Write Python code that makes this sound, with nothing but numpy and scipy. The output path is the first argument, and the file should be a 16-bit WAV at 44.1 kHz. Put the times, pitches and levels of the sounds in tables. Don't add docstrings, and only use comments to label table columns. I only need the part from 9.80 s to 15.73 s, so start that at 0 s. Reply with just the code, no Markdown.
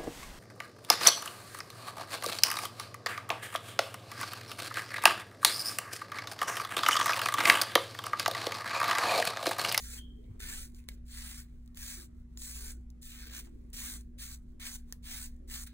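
import sys
import numpy as np
from scipy import signal
from scipy.fft import rfft, irfft, next_fast_len
from scipy.io import wavfile
from scipy.ndimage import uniform_filter1d, map_coordinates

SR = 44100
rng = np.random.default_rng(int(sys.argv[2]) if len(sys.argv) > 2 else 0)


def transcribe(u):
    v = np.clip(np.atleast_2d(u).T, -1, 1)
    q = np.round(v * 32767).astype(np.int16)
    wavfile.write(sys.argv[1], SR, q)


N = 261513


def amp(db):
    return 10 ** (np.asarray(db) / 20)


def unit(x):
    return x / np.sqrt(np.mean(x ** 2) + 1e-20)


def along(points, hz):
    point_hz, value = np.transpose(points)
    return np.interp(np.log(hz + 1), np.log(point_hz + 1), value)


def clock():
    return np.arange(N) / SR


def wobble(knots_per_s):
    knots = rng.standard_normal(int(N * knots_per_s / SR) + 4)
    return map_coordinates(knots, [clock() * knots_per_s])


def swells(rows):
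    t = clock()
    return sum(amp(db) * np.exp(-((t - middle) / half) ** 2) for middle, half, db in rows)


def filtered(x, response):
    size = next_fast_len(N + SR // 2)
    hz = np.fft.rfftfreq(size, 1 / SR)
    return irfft(rfft(x, size) * response(hz), size)[..., :N]


def coloured(x, spectrum):
    return unit(filtered(x, lambda hz: amp(along(spectrum, hz))))


def patches(shape, size):
    over_hz = uniform_filter1d(rng.standard_normal(shape), size[0], axis=0)
    return unit(uniform_filter1d(over_hz, size[1], axis=1))


def patchy(x, patchy_db):
    hz, _, z = signal.stft(x, SR, nperseg=1024)
    depth_db = patchy_db / (1 + (hz[:, None] / 3000) ** 2)
    gain = amp(depth_db * patches(z.shape[1:], size=(3, 9)))
    return unit(signal.istft(z * gain, nperseg=1024)[1][:, :N])


# frequency in Hz, correlation from 0 to 1.
LIKENESS = [(60, 1), (150, 0.89), (300, 0.046), (700, 0), (2000, 0)]


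def diffuse(spectrum):
    def mid_side(hz):
        angle = np.arccos(np.clip(along(LIKENESS, hz), -1, 1)) / 2
        return np.array([np.cos(angle), np.sin(angle)])

    mid, side = filtered(rng.standard_normal((2, N)), mid_side)
    return coloured(np.array([mid + side, mid - side]), spectrum)


# frequency in Hz, mean level in dB.
HUM_TONES = [(59.2, -52), (240, -59.5)]
BEAT_HZ, BEAT_DB = 0.707, 2.3


def hum():
    t = clock()

    def tone(hz, db):
        level = amp(db + 0.68 * wobble(3.95)) * np.sqrt(2)
        return level * np.sin(2 * np.pi * hz * t + 0.025 * wobble(2.1))

    low, high = [tone(hz, db) for hz, db in HUM_TONES]
    return low * amp(BEAT_DB * np.cos(2 * np.pi * BEAT_HZ * t)) + high


# frequency in Hz, relative density in dB per Hz.
RUMBLE_SPECTRUM = [(11, -10), (18, 8.5), (44, 2), (62, 0), (72, -3.5), (87, -6), (203, -14.5), (224, -14),
                   (239, -9), (282, -21), (354, -23), (508, -44), (900, -78), (1170, -48), (1980, -120)]


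def rumble():
    return amp(-50.5) * diffuse(RUMBLE_SPECTRUM)


# frequency in Hz, relative density in dB per Hz.
AIR_SPECTRUM = [(400, 3), (800, 4), (1400, 2.5), (2200, 1.5), (2700, -4), (3500, -6), (5000, -8),
                (7000, -7), (11000, -11), (16000, -18)]
AIR_DB, AIR_WAVER_DB, AIR_PATCHY_DB = -79, 0.8, 4.5


def air():
    return amp(AIR_DB + AIR_WAVER_DB * wobble(16)) * patchy(diffuse(AIR_SPECTRUM), AIR_PATCHY_DB)


# middle in seconds, half length in seconds, level in dB.
MOVES_OF_CAPE = [(.47, .05, -71), (0.71, 0.26, -64.5), (1.12, 0.029, -64), (1.75, 0.049, -74),
                 (2.217, 0.12, -74), (2.912, 0.1, -65), (3.62, 0.14, -61.5), (3.83, 0.037, -65),
                 (4.02, 0.14, -63.5), (4.805, 0.17, -73), (5.274, 0.29, -73.5), (5.62, 0.11, -66.5)]
# frequency in Hz, relative density in dB per Hz.
CLOTH_SPECTRUM = [(100, -8), (200, 1.5), (320, 2.5), (450, -5), (650, -16.5), (1200, -55)]
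REST_DB, REST_WAVER_DB = -74.5, 4.5
FOLD_DB, FOLDS_PER_S, RUSTLE_PATCHY_DB = 2.6, 45, 4


def rustle():
    rest = amp(REST_DB + REST_WAVER_DB * wobble(4.4))
    moves = swells(MOVES_OF_CAPE) * amp(FOLD_DB * wobble(FOLDS_PER_S))
    return (rest + moves) * patchy(diffuse(CLOTH_SPECTRUM), RUSTLE_PATCHY_DB)


def background():
    return hum() + rumble() + air() + rustle()


# frequency in Hz, t60 in seconds.
SALON_T60 = [(200, 0.7), (2000, 0.2), (8000, 0.019), (16000, 0.016)]


def salon(x):
    hz, t, z = signal.stft(rng.standard_normal((2, SR // 2)), SR, nperseg=256)
    decay = amp(-60 * t / along(SALON_T60, hz)[:, None])
    tail = signal.istft(z * decay, SR, nperseg=256)[1]
    return signal.fftconvolve(x, tail / np.linalg.norm(tail[0]), axes=1)[:, :N]


def fading_bands(rows):
    out, t = np.zeros((2, N + SR)), np.arange(SR) / SR
    noise = diffuse([(20, 0), (16000, 0)])
    rise = 1 - np.exp(-t / 0.002)
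    for start_s, hz, width_hz, db, t60_s in rows:
        start = round(start_s * SR)
        edges_hz = hz * np.exp(np.array([-.5, .5]) * width_hz / hz)
        sos = signal.butter(2, edges_hz, "band", fs=SR, output="sos")
        band = unit(signal.sosfilt(sos, noise[:, start:start + SR]))
        out[:, start:start + SR] += amp(db - 60 * t / t60_s) * rise * band
    return out[:, :N]


# start in seconds, centre in Hz, approximate width in Hz, level in dB, t60 in seconds.
BUMP_BANDS = [(.49, 103, 44, -42, 0.16), (.545, 130, 190, -50, 0.13), (.62, 28, 15, -30, 0.17),
              (.63, 90, 30, -48, .2), (.985, 316, 73, -56, 0.057), (2.17, 344, 42, -53.5, 0.33),
              (3.668, 370, 1200, -60, 0.083), (3.752, 305, 54, -50, 0.083), (3.962, 360, 130, -53, .04),
              (4.04, 340, 100, -54, .06)]


def bumps():
    return fading_bands(BUMP_BANDS)


# start in seconds, centre in Hz, approximate width in Hz, level in dB, t60 in seconds.
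SQUEAK_BANDS = [(.178, 3207, 196, -50, 0.35), (.27, 3170, 130, -71, 0.77), (.435, 3400, 900, -72, 0.11),
                (.44, 2170, 220, -78, 0.84), (.5, 1190, 900, -76, 0.68), (.985, 2270, 700, -66.5, 0.21)]


def squeaks():
    return fading_bands(SQUEAK_BANDS)


# frequency in Hz, left lead in radians.
LEFT_LEAD = [(1100, .1), (2000, .6), (2600, 2.7), (3100, 3.1), (3900, 1.5), (5000, 3.1), (7300, 6.1),
             (9000, 6.4), (11200, 9.2), (13000, 9.6), (15000, 12.4)]


def at_ports(x):
    sides = np.array([[1], [-1]])
    return filtered(x, lambda hz: np.exp(.5j * along(LEFT_LEAD, hz) * sides))


# frequency in Hz, share of the power from 0 to 1.
DIRECT_SHARE = [(700, .3), (1100, .62), (1600, .9), (2300, .55), (2950, .96), (3600, .6), (4300, .55),
                (5150, .98), (6200, .76), (8200, .92), (10200, .76), (12000, .97), (14000, .75),
                (15500, .93)]


def spread(make):
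    straight = filtered(at_ports(make()), lambda hz: np.sqrt(along(DIRECT_SHARE, hz)))
    glancing = np.array([make(), make()])
    return straight + filtered(glancing, lambda hz: np.sqrt(1 - along(DIRECT_SHARE, hz)))


def slips(rate_per_s, spread_db):
    fired = rng.random(N) < rate_per_s / SR
    size = amp(spread_db * np.minimum(rng.standard_normal(N), 3))
    return unit(fired * size * rng.choice([-1, 1], N) / np.sqrt(rate_per_s))


# middle in seconds, half length in seconds, level in dB.
TOUCH_SWELLS = [(0.48, 0.27, -78.5), (0.91, 0.036, -84), (1.76, 0.25, -79.5), (2.39, 0.047, -77.5),
                (2.55, 0.05, -77.5), (3.81, 0.18, -80), (4.71, 0.04, -79), (5.12, 0.043, -67),
                (5.53, 0.048, -80)]
# frequency in Hz, relative density in dB per Hz.
TOUCH_SPECTRUM = [(300, -12), (900, 1.5), (2000, -3), (4000, -2), (8000, -5), (16000, -4.5)]


def touches():
    return swells(TOUCH_SWELLS) * spread(lambda: coloured(slips(830, spread_db=1), TOUCH_SPECTRUM))


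def ringing(modes, t, pitch=1):
    return sum(amp(db - 60 * t / t60_s) * np.sin(2 * np.pi * pitch * hz * t) for hz, db, t60_s in modes)


def highpassed(x, edge_hz):
    return signal.sosfilt(signal.butter(2, edge_hz, "high", fs=SR, output="sos"), x)


# start in seconds, relative level in dB,
# pad knock and bristle ring in dB relative to the snap, snap pitch in Hz, pad pitch as a ratio.
SNAPS = [(.6035, -33.5, -4, -28, 3000, 0.86), (0.9472, -41.5, -34, -12, 4970, 1),
         (1.002, -49, -18, -23, 2500, 0.9), (1.0405, -51, -7, -32, 3530, 1),
         (1.0879, -22, -9, -51, 3600, 1), (1.265, -54, -29, -25, 5000, 1),
         (1.8612, -49.5, -38, -32, 8000, 0.77), (1.8774, -47, -22, -22, 4000, 0.95),
         (1.9472, -43, -30, -20, 4000, 1), (1.973, -29, -24, -19, 3050, 1),
         (2.5743, -31.5, -17, -5.5, 4000, 0.92), (2.6197, -29.5, -23, -8, 4000, 1),
         (3.1031, -43.5, -44, -21, 5950, 1), (3.23, -33.5, -22, -20, 5000, 1),
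         (3.9028, -49, -42, -25, 9200, 0.89), (3.943, -33, -11, -31, 3040, 0.97),
         (4.0686, -29, -25, -23, 6000, 1), (4.1393, -27.5, -15, -23, 5030, 0.96),
         (4.2104, -39.5, -40, -26, 8000, 1), (4.383, -56, -24, -22, 2500, 0.91),
         (4.8, -37, -12, -29, 2500, 0.8), (5.1251, -20, -17, -32, 6140, 0.83),
         (5.231, -51, -25, -25, 4000, 0.89), (5.5648, -55, -30, -30, 7000, 1),
         (5.699, -34, -20, -25, 4050, 0.77), (5.7405, -23, -31, -24, 4500, 1),
         (5.8374, -27.5, -24, -25, 9100, 0.67), (5.8721, -39, -13, -25, 3500, 1)]
# frequency in Hz before the pitch ratio, relative level in dB, t60 in seconds.
PAD_MODES = [(570, -25, 0.02), (2060, -19, 0.028), (2217, -14.5, 0.027), (3400, -46, 0.0023),
             (4500, -13, 0.0062)]
# frequency in Hz, relative level in dB, t60 in seconds.
BRISTLE_MODES = [(5350, -17.5, 0.059), (7140, -6.5, 0.02)]
SNAP_RING_DB, SNAP_T60_S = -10, 0.0019


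def ticks():
    near, around = np.zeros(N + SR), np.zeros((2, N + SR))
    t = np.arange(SR // 10) / SR
    click = (t == 0).astype(float)
    shiver_decay = amp(-28 - 60 * t / .03) + amp(-44 - 60 * t / .17)
    for start_s, db, knock_db, ring_db, snap_hz, pad_pitch in SNAPS:
        span = slice(round(start_s * SR), round(start_s * SR) + len(t))
        snap_tone = amp(SNAP_RING_DB - 60 * t / SNAP_T60_S) * np.cos(2 * np.pi * snap_hz * t)
        snap = highpassed(click, 0.62 * snap_hz) + snap_tone
        knock = amp(knock_db) * ringing(PAD_MODES, t, pad_pitch)
        ring = amp(ring_db) * ringing(BRISTLE_MODES, t)
        shiver = highpassed(rng.standard_normal((2, len(t))), .7 * snap_hz) * shiver_decay
        near[span] += amp(db + 3.5) * (snap + knock + ring)
        around[:, span] += amp(db + 5) * shiver
    return at_ports(near[:N]) + around[:, :N]


PATCHY_DB, DRIFT_DB = 4.6, 1.7
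RING_DB, RING_OCTAVES = 4.5, .08


def strands(x, edge_hz, ring_hz):
    hz, t, z = signal.stft(x, SR, nperseg=1024)
    hz = hz[:, None]
    fine_db = PATCHY_DB / (1 + hz / 7000) * patches(z.shape, size=(2, 5))
    drift_db = DRIFT_DB * patches(z.shape, size=(30, 6))
    octaves_off = np.log2((hz + 1) / np.interp(t, clock(), ring_hz))
    ring_db = RING_DB / (1 + (octaves_off / RING_OCTAVES) ** 2)
    above = (hz / np.interp(t, clock(), edge_hz)) ** 4
    gain = amp(fine_db + drift_db + ring_db) * np.sqrt(above / (1 + above))
    return signal.istft(z * gain, nperseg=1024)[1][:N]


# start in seconds, length in seconds,
# attack in seconds, relative hiss level in dB, mid-stroke swell in dB, rise from start to end in dB,
# relative rasp over the hiss in dB, thinning of the rasp along the stroke in dB, low edge at the start in Hz.
PULLS = [ (0.0, .19, 0.00019, -52, 0, 1, -25, 27, 2090), (0.592, 0.24, 0.0033, -49, 3, 1, 3, 26, 1350),
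         (0.83, 0.079, 0.006, -65.5, 2, -19, -23.5, 6, 1300),
         (0.929, 0.066, 0.027, -62, -0.5, -5.5, -8, -7, 1300),
         (1.079, 0.066, 0.0023, -70, -1.5, 0.5, 12, 2, 1300),
         (1.249, 0.37, 0.022, -52.5, 7.5, 6, 4.5, 12.5, 2330),
         (1.952, 0.31, 0.0026, -48.5, 15, -7, -3, 2, 1560),
         (2.565, 0.35, 0.015, -50.5, 1, 1, -23, -13, 3500),
         (3.213, 0.27, 0.0076, -57.5, -3, -8, 8, -26, 4340),
         (3.49, 0.11, 0.016, -51.5, -1.5, 3, 2.5, 27, 1030),
         (3.639, 0.033, 0.0048, -69.5, 7, -4, 10, 3, 900),
         (3.928, 0.24, 0.0022, -46.5, 7, 0.5, -4, 30, 1700),
         (4.181, 0.049, 0.0024, -68, 2, -14, -3, -4, 1300),
         (4.378, 0.17, 0.012, -52, -2.5, -7.5, -8.5, 41, 1680),
         (4.793, 0.17, 0.004, -50, 4.5, 5.5, 4.5, 34, 1050),
         (5.222, 0.24, 0.025, -48.5, 1.5, -1.5, 1.5, 22, 1410),
         (5.674, 0.16, 0.019, -48.5, 0.5, -3.5, 0.5, 16, 1530),
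         (5.861, 0.021, 0.0022, -56, 11.5, -8.5, 7, -33, 1300), ]
BITE_DB = 28.5
LET_GO_DB, LET_GO_S = 17, 0.021
SETTLE_DB_PER_S = 202
RASP_SWELL_DB = 12
RASP_LINGERS_DB = 22.5
EDGE_END_HZ, EDGE_FALL_S = 886, 0.071
RING_START_HZ, RING_END_HZ = 1820, 1476


def stroke_controls():
    hiss, rasp = np.zeros(N), np.zeros(N)
    edge_hz, ring_hz = np.full(N, float(EDGE_END_HZ)), np.full(N, float(RING_END_HZ))
    for start_s, length_s, attack_s, hiss_db, swell_db, rise_db, rasp_db, thin_db, start_edge_hz in PULLS:
        start = max(round(start_s * SR), 0)
        span = slice(start, start + SR)
        t = np.arange(min(SR, N - start)) / SR
        travel = 2 * np.minimum(t / length_s, 1) - 1
        after_s = np.maximum(t - length_s, 0)
        freed = 1 - np.exp(-after_s / LET_GO_S)
        pull_db = hiss_db - swell_db * travel ** 2 + rise_db * travel / 2
        bite_db = -BITE_DB * np.exp(-t / attack_s)
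        level_db = pull_db + bite_db - LET_GO_DB * freed - SETTLE_DB_PER_S * after_s
        drag_db = rasp_db - thin_db * travel / 2 - RASP_SWELL_DB * travel ** 2
        hiss[span] += amp(level_db)
        rasp[span] += amp(level_db + drag_db + RASP_LINGERS_DB * freed)
        edge_hz[span] = EDGE_END_HZ + (start_edge_hz - EDGE_END_HZ) * np.exp(-t / EDGE_FALL_S)
        ring_hz[span] = np.interp(travel, [-1, 1], [RING_START_HZ, RING_END_HZ])
    return hiss, rasp, edge_hz, ring_hz


# frequency in Hz, relative density in dB per Hz.
HISS_SPECTRUM = [(150, -35), (600, -12), (1000, -11.5), (1250, -10.5), (1500, -7), (3000, -5.3),
                 (4200, -2.8), (6300, 0), (10000, 0), (13000, -.5), (16000, -3)]
# frequency in Hz, relative density in dB per Hz.
RASP_SPECTRUM = [(150, -35), (400, -7), (750, -7.5), (1100, -7.5), (1350, -4), (1600, -.5), (1850, -1),
                 (2100, 1), (2600, -.3), (3300, -.8), (4200, -.5), (5200, -8), (9000, -35)]
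CATCH_DB, CHATTER_DB = 1.0, 1.1
HISS_GAIN_DB, RASP_GAIN_DB, POPS_DB = 5.0, -10.5, -16


def strokes():
    hiss, rasp, edge_hz, ring_hz = stroke_controls()
    slips_per_s = 800 + 7500 * hiss / hiss.max()
    catch = amp(CATCH_DB * wobble(45) + CHATTER_DB * wobble(220))

    def friction():
        pops = slips(60, spread_db=4)
        impulses = slips(slips_per_s, spread_db=1.5) + amp(POPS_DB) * pops
        grains = strands(impulses, edge_hz, ring_hz)
        strand_hiss = amp(HISS_GAIN_DB) * hiss * coloured(grains, HISS_SPECTRUM)
        bundle_rasp = amp(RASP_GAIN_DB) * rasp * coloured(grains, RASP_SPECTRUM)
        return catch * (strand_hiss + bundle_rasp)

    return spread(friction)


def scene():
    brush = strokes() + ticks() + touches()
    echo = amp(-24.0) * salon(brush)
    return brush + echo + squeaks() + bumps() + background()


TOP_HZ = 15850


def record(dry):
    return filtered(dry, lambda hz: 1 / (1 + (hz / TOP_HZ) ** 200))


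dry = scene()
out = record(dry)
transcribe(out)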